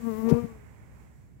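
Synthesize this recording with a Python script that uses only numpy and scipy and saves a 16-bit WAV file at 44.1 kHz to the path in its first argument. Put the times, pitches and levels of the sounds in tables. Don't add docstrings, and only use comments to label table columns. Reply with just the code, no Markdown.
import sys
import numpy as np
from scipy import signal
from scipy.fft import rfft, irfft
from scipy.io import wavfile

SR = 44100
rng = np.random.default_rng(int(sys.argv[2]) if len(sys.argv) > 2 else 0)


def dump(signal):
    limited = np.clip(np.atleast_2d(signal).T, -1, 1)
    pcm = np.round(limited * 32767).astype(np.int16)
    wavfile.write(sys.argv[1], SR, pcm)


N = 61739
T = np.arange(N) / SR


def undb(db):
    return 10 ** (np.asarray(db) / 20)


def curve(rows):
    return np.interp(T, *np.array(rows, float).T)


def noise(rows, column=1):
    rows = np.array(rows, float)
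    hz = np.maximum(np.arange(N // 2 + 1) * SR / N, 1)
    db = np.interp(np.log(hz), np.log(rows[:, 0]), rows[:, column])
    return irfft(rfft(rng.standard_normal(N)) * undb(db), N) * np.sqrt(SR / 2)


def unit(x):
    return x / np.std(x)


def drift(rate):
    hz = np.arange(N // 2 + 1) * SR / N
    return unit(irfft(rfft(rng.standard_normal(N)) * np.exp(-(2 * hz / rate) ** 2), N))


def swell(at_s, half_s):
    return np.exp(-((T - at_s) / half_s) ** 2)


def closeness():
    return swell(at_s=0.317, half_s=0.061)


# f/Hz, left density/(dB per Hz), right density/(dB per Hz)
HUSH_SPECTRUM = [(147, -79.5, -85.5), (314, -90, -88), (640, -95, -91.5), (1050, -97.5, -91.5),
                 (1250, -103, -95.5), (2167, -110, -93), (3120, -118, -110), (4270, -128, -126),
                 (9000, -145, -145)]
HISS_SPECTRUM = [(1490, -130, -130), (3300, -117, -118), (4740, -115, -118), (6350, -114, -111),
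                 (6800, -112, -108), (7980, -109, -106), (8530, -117, -114), (10900, -116, -116),
                 (15500, -119, -115)]
# t/s, level/dB
HUSH_FADER = [(0, 5), (.1, 4.5), (.3, 2.5), (.43, 5.5), (.62, 2), (.9, -1), (1.02, 0.5), (1.15, -6),
              (1.25, -7.5), (1.34, -11), (1.4, -9.5)]
HISS_FADER = [(0, 9), (.04, 10), (.25, 6), (.45, 5.5), (.62, 1), (.9, -1), (1.02, 1.5), (1.1, -2),
              (1.22, -2), (1.33, -8.5), (1.4, -7)]
# f/Hz, left density/(dB per Hz)
RUMBLE_SPECTRUM = [(15, -120), (28, -93), (42, -84), (63, -69.5), (85, -75.5), (125, -73.5), (180, -82),
                   (250, -86.5), (350, -95.5), (600, -105), (1500, -125), (4000, -160)]


def outdoors():
    hush = np.array([noise(HUSH_SPECTRUM), noise(HUSH_SPECTRUM, column=2)])
    hiss = np.array([noise(HISS_SPECTRUM), noise(HISS_SPECTRUM, column=2)])
    rumble = np.array([noise(RUMBLE_SPECTRUM), undb(3) * noise(RUMBLE_SPECTRUM)])
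    return hush * undb(curve(HUSH_FADER)) + hiss * undb(curve(HISS_FADER)) + rumble


# t/s, f/Hz
WINGBEAT_PITCH = [(0, 235), (.04, 230.2), (.08, 229.5), (.115, 219.4), (.145, 214.4), (.19, 221),
                  (.225, 220.6), (.27, 229), (.31, 231.5), (.385, 237.1), (.43, 236.4), (.48, 230.9),
                  (.54, 219.9), (.62, 207.7)]


def wingbeats():
    jitter = 1 + 0.0052 * drift(80)
    cycles = np.cumsum(curve(WINGBEAT_PITCH) * jitter) / SR
    return cycles - np.interp(0.32, T, cycles)


# hovering level/dB, passing level/dB, leaving level/dB
WING_HARMONICS = [(-1.5, -1, 3), (-8.5, -5, 2.5), (-23.5, -23, -14.5), (-24.5, -26, -19),
                  (-21, -25.5, -10.5), (-32.5, -36, -28), (-33.5, -40.5, -23), (-35.5, -42.5, -26),
                  (-34, -40, -24), (-45, -40, -26), (-47, -41.5, -35), (-44, -50, -36), (-45, -53, -37)]
# t/s, level/dB
BUZZ_FADER = [(0, -44.5), (.035, -33.5), (.07, -25.5), (.11, -25.5), (.15, -27), (.215, -25.5),
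              (.25, -23.5), (.288, -18), (.308, -23), (.355, -21.5), (.40, -29.5), (.45, -38.5),
              (.48, -48.5), (.53, -53), (.6, -62.5), (.68, -82)]


def buzz(cycles):
    aspect_s = [0.18, 0.27, 0.36, 0.5]
    flutter_hz, flutter_db, close_flutter_db = 47.2, 2.5, 2
    surge_db = 12.5 * swell(at_s=0.3205, half_s=0.0075)
    tone = 0
    for k, (hover, passing, leave) in enumerate(WING_HARMONICS, 1):
        db = np.interp(T, aspect_s, [hover, passing, passing, leave])
        if k <= 2:
            db += surge_db / np.sqrt(k) + flutter_db * drift(flutter_hz)
            phase = 0
        else:
            db += (flutter_db + close_flutter_db * closeness()) * drift(flutter_hz)
            phase = rng.random() + 0.084 * drift(flutter_hz)
        tone -= undb(db) * np.sin(2 * np.pi * (k * cycles + phase))
    return np.sqrt(2) * tone * undb(curve(BUZZ_FADER))


# f/Hz, density/(dB per Hz)
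AIR_SPECTRUM = [(100, -73.5), (400, -83.5), (900, -102), (1500, -96.5), (2400, -96), (3300, -99.5),
                (5500, -100), (7700, -100.5), (8600, -103), (11000, -101), (15500, -101)]
FIZZ_SPECTRUM = [(4000, -125), (6500, -105), (8500, -110), (10500, -100), (13000, -93), (15500, -93)]
# t/s, level/dB
AIR_FADER = [(0, -6), (.07, -1.5), (.12, 2), (.23, 1), (.28, 2.5), (.35, 4.5), (.43, -2), (.5, -9),
             (.62, -22)]
FIZZ_FADER = [(0, -23), (.07, -2), (.125, -2), (.225, 1), (.27, -3), (.35, -14), (.5, -25), (.6, -45)]


def wing_air(cycles, pulse_depth=0.43):
    air = noise(AIR_SPECTRUM) * undb(curve(AIR_FADER))
    fizz = noise(FIZZ_SPECTRUM) * undb(curve(FIZZ_FADER))
    return (air + fizz) * (1 - pulse_depth * np.cos(2 * np.pi * cycles))


# f/Hz, density/(dB per Hz)
WAKE_SPECTRUM = [(30, -84), (70, -67), (300, -60.5), (600, -63), (1000, -68.5), (1500, -86), (2400, -88),
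                 (3500, -100), (8000, -135)]


def wake():
    return noise(WAKE_SPECTRUM) * closeness()


# f/Hz, density/(dB per Hz)
TICK_SPECTRUM = [(800, -81), (2000, -79.5), (3200, -84.5), (4500, -81.5), (7500, -89.5), (9000, -95),
                 (15500, -91)]


def wing_ticks(cycles):
    start_s, attack_s, end_s, release_s = 0.2848, 0.0079, 0.314, 0.0019
    fade_in = np.clip((T - start_s) / attack_s, 0, 1)
    fade_out = np.clip((end_s - T) / release_s + 1, 0, 1)
    ticks = unit(np.exp(-(cycles % 1) / 0.15))
    return noise(TICK_SPECTRUM) * fade_in * fade_out * ticks


# t/s, half length/s, f/Hz, level/dB
EDDY_BUMPS = [(0.315, 0.0066, 339, -19), (.328, .008, 150, -10.5), (.341, 0.0086, 105, -20.5),
              (.432, 0.0092, 110, -31), (.445, 0.012, 204, -27.5)]
# f/Hz, relative level/dB
SWIRL_COLOUR = [(25, -27), (45, -17), (75, 19.5), (400, 7.5), (600, -1), (1000, -17.5), (1600, -17.5),
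                (4000, -58)]


def downwash(pitch_wander=0.107, swirl_db=-9):
    bumps = 0
    for at_s, half_s, hz, db in EDDY_BUMPS:
        turns = np.cumsum(hz * (1 + pitch_wander * drift(190))) / SR
        swing = np.sqrt(2) * np.cos(2 * np.pi * (turns - np.interp(at_s, T, turns)))
        swirl = undb(swirl_db) * unit(noise(SWIRL_COLOUR))
        bumps += undb(db) * swell(at_s, half_s) * (swing + swirl)
    return bumps


def scene():
    cycles = wingbeats()
    bee = buzz(cycles) + wing_air(cycles) + wing_ticks(cycles)
    left = bee + wake() + downwash()
    right = undb(-46) * bee
    return np.array([left, right]) + outdoors()


def record(dry):
    low_cut = signal.butter(3, 41, "high", fs=SR, output="sos")
    high_cut = signal.ellip(10, .1, 80, 15800, fs=SR, output="sos")
    return signal.sosfilt(high_cut, signal.sosfilt(low_cut, dry))


dry = scene()
out = record(dry)
dump(out)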